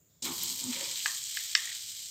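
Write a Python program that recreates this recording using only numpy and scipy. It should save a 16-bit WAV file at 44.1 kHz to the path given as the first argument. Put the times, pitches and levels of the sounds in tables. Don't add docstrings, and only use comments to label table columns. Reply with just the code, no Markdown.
import sys
import numpy as np
from scipy import signal
from scipy.fft import rfft, irfft
from scipy.io import wavfile
from scipy.ndimage import uniform_filter1d

SR = 44100
rng = np.random.default_rng(int(sys.argv[2]) if len(sys.argv) > 2 else 0)


def to_wav(s):
    ch = np.atleast_2d(s).T
    pcm = np.round(np.clip(ch, -1, 1) * 32767)
    wavfile.write(sys.argv[1], SR, pcm.astype(np.int16))


def amp(db):
    return 10 ** (np.asarray(db, float) / 20)


N = 92610


def evened(x):
    return x / np.sqrt(np.mean(x ** 2) + 1e-20)


def add(mix, start_s, sound):
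    part = mix[round(start_s * SR):][:len(sound)]
    part += sound[:len(part)]


def coloured(x, points):
    point_hz, point_db = np.transpose(points)
    hz = np.fft.rfftfreq(len(x), 1 / SR)
    gain_db = np.interp(np.log(hz + 1), np.log(point_hz + 1), point_db, -90)
    return evened(irfft(rfft(x) * amp(gain_db), len(x)))


def curve(table, axis):
    land_s, rise_s = 0.2213, 0.0031
    t = np.arange(N) / SR
    rows = np.array(table)
    return amp(np.interp(t, rows[:, 0], rows[:, axis])) * np.clip((t - land_s) / rise_s, 0, 1)


def resonate(x, hz, width_hz):
    turn = np.exp(2j * np.pi * hz * np.arange(len(x)) / SR)
    r = np.exp(-np.pi * width_hz / SR)
    return 2 * (turn * signal.lfilter([1 - r], [1, -r], x / turn)).real


def resonate_twice(x, hz, width_hz):
    return resonate(resonate(x, hz, width_hz), hz, width_hz)


def burner_and_room():
    # (frequency [Hz], density [dB per Hz, relative])
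    air_colour = [(30, -21.5), (96, -1.5), (161, -4.5), (202, -12), (230, -11), (681, -19.5), (755, -26),
                  (5800, -31), (7120, -9.5), (8320, -27), (11000, -30.5), (14300, -37)]
    return amp(-66) * coloured(rng.standard_normal(N), air_colour)


def whine():
    # (frequency [Hz], rms level [dB])
    partials = [(14820, -74.5)]
    t = np.arange(N) / SR
    return sum(amp(db) * np.sqrt(2) * np.sin(2 * np.pi * hz * t) for hz, db in partials)


def swelling_hiss():
    # (frequency [Hz], density [dB per Hz, relative])
    swell_colour = [(3200, -8), (4600, -12), (5600, -7), (7000, -37)]
    start_s, rise_s, level_db = 0.073, 0.036, -76
    ramp = np.clip((np.arange(N) / SR - start_s) / rise_s, 0, 1)
    return amp(level_db) * coloured(rng.standard_normal(N), swell_colour) * ramp


def bubbles():
    bursts_per_s, spread_db, burst_t60_s = 4000, 3.5, 0.011
    clump_db, hiss_db = 1, 0
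    drift = uniform_filter1d(rng.standard_normal(N), size=350)
    clump = evened(uniform_filter1d(drift, size=350))
    burst = rng.random(N) < bursts_per_s / SR
    size = burst * amp(spread_db * np.minimum(rng.exponential(1, N), 5))
    power = signal.lfilter([1], [1, -amp(-120 / burst_t60_s / SR)], size ** 2)
    puffs = evened(np.sqrt(power) * rng.standard_normal(N))
    return amp(clump_db * clump) * (puffs + amp(hiss_db) * rng.standard_normal(N))


def sizzle():
    # (time [s], fizz [dB], treble [dB], coarse bubbling [dB])
    fizz_levels = [(.225, -33.5, -56, -67), (.25, -35.5, -40, -48), (.275, -37, -43.5, -43.5),
                   (.31, -39.5, -47.5, -51), (.36, -38, -41.5, -56), (.44, -34.5, -46.5, -53),
                   (.52, -35.5, -43, -58.5), (.58, -38.5, -45.5, -58), (.69, -37, -48.5, -56.5),
                   (.73, -37, -47, -43.5), (.9, -35.5, -48, -49.5), (1.0, -35.5, -46, -50),
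                   (1.12, -35, -45.5, -56), (1.27, -39, -50.5, -58.5), (1.38, -37, -47.5, -49),
                   (1.5, -38.5, -49.5, -54), (1.7, -38.5, -50, -46.5), (1.82, -40.5, -51.5, -57.5),
                   (2.1, -41, -52, -62.5)]
    # (frequency [Hz], density [dB per Hz, relative])
    fizz_colour = [(1290, -43), (2200, -24.5), (2580, -20), (3200, -3), (3580, -8.5), (4080, -2),
                   (5790, -4.5), (7600, 0), (8230, -1.5), (9600, -18.5), (12500, -48)]
    treble_colour = [(6120, -56.5), (10400, -11.5), (12000, -9), (13300, -5.5), (15000, -11), (16200, -27)]
    coarse_colour = [(650, -14), (1100, -11), (1630, -3), (2390, 5.5), (2740, -5), (3000, 1.5), (3900, 2.5),
                     (6600, -120)]
    b = bubbles()
    colours = (fizz_colour, treble_colour, coarse_colour)
    return sum(coloured(b, colour) * curve(fizz_levels, axis=k + 1) for k, colour in enumerate(colours))


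def wok():
    # (time [s], stand's rumble [dB], lowest ring [dB],
    # low modes with a broad 900 Hz clatter [dB], middle modes [dB])
    slide_levels = [(.225, -55, -51.5, -61, -61), (.265, -48, -49, -41, -58.5), (.31, -52, -46, -44, -59),
                    (.37, -53.5, -66, -53, -64.5), (.52, -61.5, -56.5, -57, -71),
                    (.6, -65, -65.5, -63, -67.5), (.645, -49, -46, -53, -56), (.7, -58, -34.5, -55, -65.5),
                    (.77, -58, -56.5, -56.5, -53), (.83, -60.5, -67, -51, -51),
                    (.92, -64.5, -74, -60, -61.5), (1.04, -74.5, -68, -72, -83)]
    # (frequency [Hz], width [Hz], level within the group [dB])
    mode_groups = [
        [(114.2, 20, -1.5), (173, 45, 5)],
        [(249.4, 9.8, 0)],
        [(333, 32, 2.5), (381, 9.4, -7.5), (922, 232, 4)],
        [(542, 43, 1), (939, 21, -5)],
    ]
    out = np.zeros(N)
    shake = rng.standard_normal(N)
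    fade_s = 0.1
    fade_out = np.clip((slide_levels[-1][0] + fade_s - np.arange(N) / SR) / fade_s, 0, 1)
    for k, group in enumerate(mode_groups):
        ring = sum(amp(db) * evened(resonate_twice(shake, hz, 2 * width_hz)) for hz, width_hz, db in group)
        out += evened(ring) * curve(slide_levels, axis=k + 1) * fade_out
    return out


def pops():
    # (time [s], peak before the highpass [dB], pitch [Hz])
    pop_list = [(.2236, -26, 7700), (.2596, -27, 4000), (.4345, -14, 13000), (.6399, -21, 7600),
                (.7092, -23, 7700), (.8412, -21, 5100), (.9577, -22, 3750), (1.0031, -26, 3200),
                (1.0646, -18, 7600), (1.0788, -20, 7400), (1.1482, -24, 7100), (1.1652, -22, 7300),
                (1.239, -23, 7500), (1.3448, -29, 13000), (1.3645, -29, 13000), (1.3895, -25, 6000),
                (1.4082, -30, 13000), (1.4386, -30, 13000), (1.576, -22, 7600), (1.6551, -22, 7200)]
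    t60_s, width_share = 0.008, 0.3
    out = np.zeros(N)
    t = np.arange(900) / SR
    for start_s, db, hz in pop_list:
        burst = rng.standard_normal(len(t)) * amp(-60 * t / t60_s)
        pop = resonate_twice(burst, hz, width_share * hz)
        add(out, start_s, amp(db) * pop / abs(pop).max())
    return signal.sosfilt(signal.butter(4, 2000, "high", fs=SR, output="sos"), out)


def dish(tilt_db_per_octave, pitch_factor, cut_hz):
    # (frequency before the pitch factor [Hz], level before the tilt [dB])
    modes = [(600, -25.5), (950, -26.5), (1250, -3), (1600, 0), (1850, 8.5), (2050, 5.5), (2400, -3.5),
             (2750, 1), (3000, -1.5), (3600, -3), (4100, -7), (4500, -2), (4950, -0.5), (5350, 0.5),
             (5800, -6.5), (7500, -12)]
    t60_s, t60_at_hz = 0.010, 1900
    contact_s = 0.0003
    t = np.arange(3000) / SR
    ring = np.zeros(len(t))
    for k, (hz, db) in enumerate(modes):
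        level_db = db + tilt_db_per_octave * np.log2(hz / 2000)
        decay_db = -60 * t / t60_s * np.sqrt(hz / t60_at_hz)
        ring += (-1) ** k * amp(level_db + decay_db) * np.sin(2 * np.pi * hz * pitch_factor * t)
    ring *= np.sin(np.pi / 2 * np.clip(t / contact_s, 0, 1)) ** 2
    return signal.sosfilt(signal.butter(8, cut_hz, "high", fs=SR, output="sos"), ring)


def spoon_knocks():
    knock_s = [1.0581, 1.3702, 1.5507]
    # (peak [dB], tilt [dB per octave], pitch factor [ratio], lowest frequency left to ring [Hz])
    knock_list = [(-13, 0, 0.95, 483), (-19.5, 1.5, 0.99, 1440), (-4.5, 6.5, 1, 1030)]
    # (delay [s], level against the first blow [dB])
    bounces = [(.0013, -5), (.0024, -7)]
    out, blows = np.zeros((2, N))
    for start_s, (db, *colour) in zip(knock_s, knock_list):
        hit = dish(*colour)
        hit /= abs(hit).max()
        extra_decay_db = -60 * np.arange(len(hit)) / SR / 0.010
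        add(blows, start_s, amp(db + extra_decay_db) * hit)
        for delay_s, bounce_db in [(0, 0)] + list(bounces):
            add(out, start_s + delay_s, amp(db + bounce_db) * hit)
    return out, blows


def spoon_scrape():
    # (time [s], peak [dB])
    slips = [(1.655, -40), (1.674, -33.5), (1.695, -37.5), (1.716, -37)]
    out = np.zeros(N)
    slip = resonate_twice(signal.unit_impulse(SR // 20), 1900, width_hz=200)
    for start_s, db in slips:
        add(out, start_s, amp(db) * slip / abs(slip).max())
    return out


def room(x):
    # (frequency [Hz], t60 [s])
    kitchen_t60 = [(500, 0.44), (1500, 0.37), (4000, 0.12), (9000, 0.24)]
    taps = np.zeros(SR // 2)
    at = np.arange(200, SR // 2 - 20, 20)
    taps[at + rng.integers(0, 20, len(at))] = rng.choice([-1., 1.], len(at))
    hz, t, bands = signal.stft(taps, SR, nperseg=256)
    t60_s = np.interp(hz, *np.transpose(kitchen_t60))[:, None]
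    tail = signal.istft(bands * amp(-60 * t / t60_s), SR, nperseg=256)[1]
    return signal.fftconvolve(x, tail / np.linalg.norm(tail))[:N]


def scene():
    knocks, blows = spoon_knocks()
    spits = pops()
    blows_wet_db, pops_wet_db = 1.5, -8
    echo = room(amp(blows_wet_db) * blows + amp(pops_wet_db) * spits)
    background = burner_and_room() + whine() + swelling_hiss()
    mono = background + sizzle() + wok() + spits + knocks + spoon_scrape() + echo
    return np.array([mono, mono])


def roll_off(x):
    return signal.sosfilt(signal.butter(12, 16830, fs=SR, output="sos"), x)


def record(dry):
    notch_hz, notch_width_hz, notch_depth = 10300, 2260, 0.62
    edge_hz = 15950
    dipped = np.array([v - notch_depth * resonate(v, notch_hz, notch_width_hz) for v in dry])
    lowpass = signal.firwin(301, edge_hz, window=("kaiser", 7), fs=SR)
    mix = signal.oaconvolve(dipped, lowpass[None], "same")
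    return roll_off(mix)


dry = scene()
out = record(dry)
to_wav(out)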